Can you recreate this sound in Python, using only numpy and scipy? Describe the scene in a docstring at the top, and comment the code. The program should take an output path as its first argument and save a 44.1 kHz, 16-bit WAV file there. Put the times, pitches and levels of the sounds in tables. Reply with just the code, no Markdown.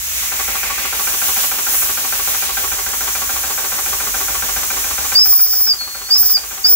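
"""Air leaks hiss over a low rumble and hum, swelling as a hand works the valves, shaded at times by an arm.
A toy steam engine runs on compressed air on a garage bench: about seven turns a second, two chuffs
a turn, each ringing the exhaust pipe and frame. Its whistle is pulled three times: the tone glides up
as the valve opens, then overblows into a squeal, and the phone's gain control ducks."""
import sys
import numpy as np
from scipy import signal
from scipy.fft import rfft, irfft
from scipy.io import wavfile
from scipy.ndimage import uniform_filter1d, minimum_filter1d

SR = 44100
rng = np.random.default_rng(int(sys.argv[2]) if len(sys.argv) > 2 else 0)


def master_out(mix):
    """Clip the mix to full scale and print it as 16-bit PCM to the path in sys.argv[1]."""
    frames = np.transpose(np.atleast_2d(mix))
    ceiling = np.clip(frames, -1, 1)
    pcm = np.round(ceiling * 32767).astype(np.int16)
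    wavfile.write(sys.argv[1], SR, pcm)


N = 297675
TIME_S = np.arange(N) / SR

# leak bands before trim (time [s], body level [dB], top re body [dB], low band re body [dB])
LEAK_LEVELS = [(0.0, -28, 5.5, -5.5), (0.22, -24.0, 4.5, -4.5), (0.38, -25, 5, -6), (0.62, -26.0, 6, -5),
               (0.75, -26.5, 4.5, -3.6), (0.9, -28, 6, -2), (1.05, -24.5, 6.5, -7),
               (1.43, -21.5, 6.5, -3.5), (1.53, -25.6, 7, -4.5), (1.66, -23.5, 4.8, -7),
               (1.76, -22.5, 9.5, -7.5), (1.95, -25.5, 6, -4), (2.38, -24.1, 7, -5), (2.5, -26.9, 6, -1),
               (2.62, -25.5, 6.5, -5), (2.78, -24.9, 4.5, -7.5), (3.3, -25, 5.5, -7),
               (5.1, -24.0, 4.5, -7.5)]
# leak jet (frequency [Hz], level [dB])
LEAK_SPECTRUM = [(100, -15.5), (300, -16.5), (900, -11), (1600, -5.5), (2200, -5.5), (3300, -2.5),
                 (4400, -4), (5200, -3), (6100, 2.5), (7400, 0.5), (9200, -6.5), (11000, -4), (15700, 2),
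                 (17000, -73)]
# hollow note in the air feed as its valve opens (time [s], level [dB], centre [Hz])
FEED_NOTE = [(0, -45, 2400), (.12, -33.5, 2350), (.48, -31, 2267), (.88, -29, 2398), (1.1, -36.5, 2650),
             (1.5, -37.5, 2680), (2.4, -36, 2470), (2.8, -46, 2496)]
# room and bench rumble before trim (time [s], level [dB])
RUMBLE_LEVELS = [(0.2, -44), (1.1, -46.5), (1.8, -49.8), (2.4, -45.5), (3.2, -43.5), (3.7, -46),
                 (4.1, -40.5), (4.8, -42)]
# rumble (frequency [Hz], level [dB])
RUMBLE_SPECTRUM = [(15, -46), (35, -15), (53, -0.5), (66, -4.5), (90, -14), (140, -22.5), (300, -32),
                   (1000, -82)]
# hum (frequency [Hz], level [dB])
HUM_LINES = [(71.5, -49), (120, -67.5)]
# flywheel (time [s], speed [turns/s])
FLYWHEEL_SPEED = [(0.2, 5.762), (0.58, 6.655), (1, 6.931), (1.72, 6.499), (2.7, 6.838), (3.2, 7.018),
                  (4.9, 7.191), (5.35, 7.295), (6.2, 7.098)]
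# exhaust strength (time [s], head end gain [dB], crank end gain [dB])
EXHAUST_DRIVE = [(.22, -3, -4.5), (.38, 1, 2), (.55, 1, 3), (1.5, 0.7, 1.5), (2.4, 0, 0.5), (3, 1, 2),
                 (5, 1.7, 1), (6.7, 0, 1)]
# exhaust pipe and frame modes (frequency [Hz], t60 [s], head end gain [dB], crank end gain [dB])
EXHAUST_MODES = [(294, 0.058, -21, -12), (381, 0.063, -24, -14), (476, 0.048, -25, -32),
                 (512.6, 0.12, -11.5, -22), (544.7, 0.16, -8.5, -24), (713, 0.073, -18, -8),
                 (776, 0.11, -3.5, -2.5), (880, 0.048, -43, -24), (983, 0.11, -10.5, -10.5),
                 (1095.3, 0.16, -30.5, -10), (1123, 0.14, -12.5, -3.5), (1213, 0.082, -8, -5),
                 (1392, 0.044, 7, -4), (1438, 0.042, -46, -0.5), (1547.5, 0.076, 1, -7.5),
                 (1782, 0.049, -2.5, -1), (2050, 0.034, 1, 0), (2384, 0.033, 6.5, -18)]
# one puff of air (frequency [Hz], level [dB])
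PUFF_SPECTRUM = [(100, -28), (180, -11.5), (330, -8), (520, -2.5), (640, -9), (800, -1.5), (1400, -5),
                 (2000, -5.5), (3000, -7), (5000, -6.5), (16000, -32)]
# whistle pulls (valve half open [s], half shut [s], valve edge [s], overblown from [s], until [s],
# squeal pitch [Hz], squeal level [dB])
WHISTLE_PULLS = [(5.174, 5.715, .02, 5.248, 5.672, 14760, -3),
                 (6.124, 6.358, .018, 6.178, 6.336, 14740, -2), (6.655, 7.0, .013, 6.684, 7.0, 15060, 3)]


def undb(db):
    """Decibels to gain."""
    return 10 ** (np.asarray(db) / 20)


def unit_rms(x):
    """Scale to rms 1."""
    return x / np.sqrt(np.mean(x ** 2))


def curves(table):
    """Table columns, interpolated linearly in time."""
    times_s, *columns = np.transpose(table)
    return [np.interp(TIME_S, times_s, column) for column in columns]


def colour(x, spectrum):
    """Filter by (frequency [Hz], gain [dB]) points."""
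    hz, db = np.transpose(spectrum)
    bins_hz = np.fft.rfftfreq(x.shape[-1], 1 / SR)
    return irfft(rfft(x) * undb(np.interp(np.log(bins_hz + 1), np.log(hz), db)), x.shape[-1])


def wander(rate_hz):
    """Smooth random curve, rms 1."""
    hold = max(int(SR / rate_hz), 2)
    held = rng.standard_normal(N)[np.arange(N) // hold]
    return unit_rms(uniform_filter1d(uniform_filter1d(held, hold), hold))


def phase_rad(hz):
    """Running phase of a pitch curve."""
    return 2 * np.pi * np.cumsum(hz * np.ones(N)) / SR


def wavering_sine(hz, depth, rate_hz):
    """Sine of rms 1 with random relative pitch jitter."""
    return np.sqrt(2) * np.sin(phase_rad(hz * (1 + depth * wander(rate_hz))))


def blown(hz, width_hz):
    """Turbulence ringing a resonance whose centre may move."""
    lowpass = signal.butter(2, width_hz / 2, fs=SR, output="sos")
    a, b = signal.sosfilt(lowpass, rng.standard_normal((2, N)))
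    return unit_rms(a * np.cos(phase_rad(hz)) + b * np.sin(phase_rad(hz)))


def step(x):
    """Smooth 0 to 1, halfway at x = 0."""
    return .5 + .5 * np.tanh(x / 2)


def gate(start_s, end_s, edge_s):
    """Soft-edged time window."""
    return step((TIME_S - start_s) / edge_s) * step((end_s - TIME_S) / edge_s)


def mic_pair(x, lag_ms):
    """Sound reaches the left microphone first."""
    bins_hz = np.fft.rfftfreq(2 * N, 1 / SR)
    delay = np.exp(-2j * np.pi * bins_hz * lag_ms / 1000)
    return np.array([x, irfft(rfft(x, 2 * N) * delay)[:N]])


def garage(x, lag_ms, wet_db, t60_s, correlation=0.):
    """Direct sound plus dense bench and wall reflections."""
    t = TIME_S[:SR // 2]
    mid, side = rng.standard_normal((2, len(t))) * undb(-60 * t / t60_s) * (t > .002)
    tail = mid * np.sqrt(1 + correlation) + side * np.sqrt(1 - correlation) * np.array([[1], [-1]])
    tail = unit_rms(tail) / np.sqrt(len(t))
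    wet = signal.fftconvolve(x[None], tail, axes=1)[:, :N]
    return (mic_pair(x, lag_ms) + undb(wet_db) * wet) / np.hypot(1, undb(wet_db))


def leak():
    """Air jets from the fittings and rings the feed; the top of the hiss is shaded most easily."""
    body_db, top_db, low_db = curves(LEAK_LEVELS)
    feed_db, feed_hz = curves(FEED_NOTE)
    jet = colour(rng.standard_normal((3, N)), LEAK_SPECTRUM)  # direct, room left, room right
    top = colour(jet, [(6500, -52), (9000, 2.5)])
    low = colour(jet, [(1200, -30), (2600, 0), (5000, 0), (6500, -30)])
    body = jet - top - low
    hiss = undb(.5) * unit_rms(body) + undb(top_db + .5) * unit_rms(top) + undb(low_db - .5) * unit_rms(low)
    feed = undb(feed_db + 1.3 * wander(10)) * np.array([blown(feed_hz, width_hz=670) for _ in jet])
    air = undb(body_db + .45 * wander(20)) * hiss + feed
    room_gain = undb(5)
    return (mic_pair(air[0], lag_ms=.11) + room_gain * air[1:]) / np.hypot(1, room_gain)


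def rumble_and_hum():
    """Room and bench rumble with a wavering hum, nearly alike in both ears."""
    mid, side = unit_rms(colour(rng.standard_normal((2, N)), RUMBLE_SPECTRUM))
    rumble = undb(curves(RUMBLE_LEVELS)[0] + 1.5) * (mid + undb(-13) * side * np.array([[1], [-1]]))
    hum = sum(undb(db + 2 * wander(6.1)) * wavering_sine(hz, depth=.0113, rate_hz=5)
              for hz, db in HUM_LINES)
    return (rumble + hum) * undb([[-.7], [.7]])


def stroke_times_s(offset_turns):
    """One stroke per flywheel turn, offset from the head end's knock."""
    first_knock_s = .315
    turns = np.cumsum(curves(FLYWHEEL_SPEED)[0]) / SR
    turns -= np.interp(first_knock_s, TIME_S, turns)
    return np.interp(np.arange(offset_turns, turns[-1]), turns, TIME_S)


def exhaust(times_s, drive_db, modes_db, ring_db, scatter_db, air_db, rise_s, fall_s):
    """Each port opening rings the pipe with a varying mode balance, plus fresh turbulence."""
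    t = TIME_S[:SR // 5]
    stroke_db = np.interp(times_s, np.transpose(EXHAUST_DRIVE)[0], drive_db)
    stroke_db += .5 * rng.standard_normal(len(times_s))
    hz, t60_s = np.transpose(EXHAUST_MODES)[:2, :, None]
    build_s = rise_s + 3.2 / hz  # low modes fill more slowly
    envelopes = (1 - np.exp(-(t / build_s) ** 2)) * undb(-60 * t / t60_s)
    modes = envelopes * np.sin(2 * np.pi * (hz * t + rng.random(hz.shape)))
    rings = undb(ring_db + modes_db + 2 * rng.standard_normal((len(times_s), len(hz)))) @ modes
    # scatter in the frame fills the gaps between modes, alike on every stroke
    scatter = undb(scatter_db) * unit_rms(colour(rng.standard_normal(len(t)), PUFF_SPECTRUM))
    air = undb(air_db) * unit_rms(colour(rng.standard_normal(rings.shape), PUFF_SPECTRUM))
    swell = (1 - np.exp(-t / (2 * rise_s))) * np.exp(-t / fall_s)
    chuffs = rings + swell * (scatter + air)
    out = np.zeros(N + 2 * len(t))
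    for start, db, chuff in zip((times_s * SR).astype(int), stroke_db, chuffs):
        out[start:start + len(t)] += undb(db) * chuff
    return out[:N]


def engine():
    """The head end exhausts with a bright knock; the crank end opens more slowly, sounds hollower."""
    _, head_drive_db, crank_drive_db = np.transpose(EXHAUST_DRIVE)
    head_modes_db, crank_modes_db = np.transpose(EXHAUST_MODES)[2:]
    head = exhaust(stroke_times_s(offset_turns=0), head_drive_db, head_modes_db,
                   ring_db=-20.5, scatter_db=-27.5, air_db=-29.5, rise_s=.003, fall_s=.071)
    crank = exhaust(stroke_times_s(offset_turns=-.547), crank_drive_db, crank_modes_db,
                    ring_db=-21.5, scatter_db=-20.5, air_db=-21, rise_s=.005, fall_s=.016)
    return garage(head + crank, lag_ms=.073, wet_db=-4, t60_s=.25, correlation=-.15)


def pipe_tone(opening, overblown):
    """First whistle mode: pitch follows the valve; level drops while overblown."""
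    shut_hz, open_hz = 4358, 5330
    speaks_at, softness = .3, .027  # fractions of full opening
    singing_db = -.5 - 20.5 * overblown + .18 * wander(250)
    singing = step((opening - speaks_at) / softness) * undb(singing_db)
    # the valve fails to seat after the first pull: a faint note lingers
    seep_from_s, seep_until_s, fade_db_per_s = 5.79, 6.1, 48
    seep_db = -16 - fade_db_per_s * np.maximum(TIME_S - seep_from_s, 0) + 3 * wander(30)
    seeping = gate(seep_from_s, seep_until_s, edge_s=.0071) * undb(seep_db)
    pitch_hz = shut_hz + (open_hz - shut_hz) * opening
    return wavering_sine(pitch_hz, depth=.00274, rate_hz=350) * (singing + seeping)


def squeal(hz, db, caught):
    """Overblown mode: a fluttering high line in a narrow noise skirt, flat until it catches."""
    sag_hz, flutter_db = 219, 2.2
    pitch_hz = hz - sag_hz * (1 - caught) + 25 * wander(16)
    line = wavering_sine(pitch_hz, depth=.0029, rate_hz=500)
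    skirt = undb(-16) * blown(pitch_hz, width_hz=210)
    return (line + skirt) * undb(db + flutter_db * wander(70)) * caught


def whistle():
    """The pipe sings as the valve opens or shuts; full pressure gives mouth rush, sizzle and squeal."""
    opening = overblown = squeals = 0
    for open_s, shut_s, edge_s, from_s, until_s, hz, db in WHISTLE_PULLS:
        caught = gate(from_s, until_s, edge_s=.0071)
        opening += gate(open_s, shut_s, edge_s)
        overblown += caught
        squeals += squeal(hz, db, caught)
    mouth = (blown(5250, width_hz=430)
             + undb(-7.5) * blown(4880, width_hz=160)
             + undb(-.5) * blown(5650, width_hz=1200))
    rush = opening * undb(-16 + 1.3 * wander(40)) * mouth
    tone = pipe_tone(opening, overblown)
    sizzle = opening * undb(-18) * blown(15200, width_hz=1000)
    return (garage(tone + rush, lag_ms=.068, wet_db=-8.5, t60_s=.17)
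            + garage(squeals + sizzle, lag_ms=.09, wet_db=-9.5, t60_s=.17))


def scene():
    """Stereo sum of the sources."""
    return leak() + rumble_and_hum() + engine() + whistle()


def gain_control(x, ceiling_db, release_db_per_s, window_s):
    """Gain drops at once above the ceiling, then creeps back."""
    power = uniform_filter1d(np.mean(x ** 2, axis=0), int(window_s * SR))
    excess_db = np.maximum(10 * np.log10(np.abs(power) + 1e-12) - ceiling_db, 0)
    recovery_db = release_db_per_s * TIME_S
    return x * undb(recovery_db - np.maximum.accumulate(excess_db + recovery_db))


def record(dry):
    """The phone ducks under the whistle, limits peaks and cuts the top."""
    peak_limit, cutoff_hz = .95, 15720
    ducked = gain_control(dry, ceiling_db=-7, release_db_per_s=4, window_s=.022)
    peak_gain = np.minimum(1, peak_limit / (np.abs(ducked).max(axis=0) + 1e-9))
    limited = ducked * uniform_filter1d(minimum_filter1d(peak_gain, size=200), size=200)
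    return signal.sosfilt(signal.ellip(12, .2, 80, cutoff_hz, fs=SR, output="sos"), limited)


dry = scene()
out = record(dry)
master_out(out)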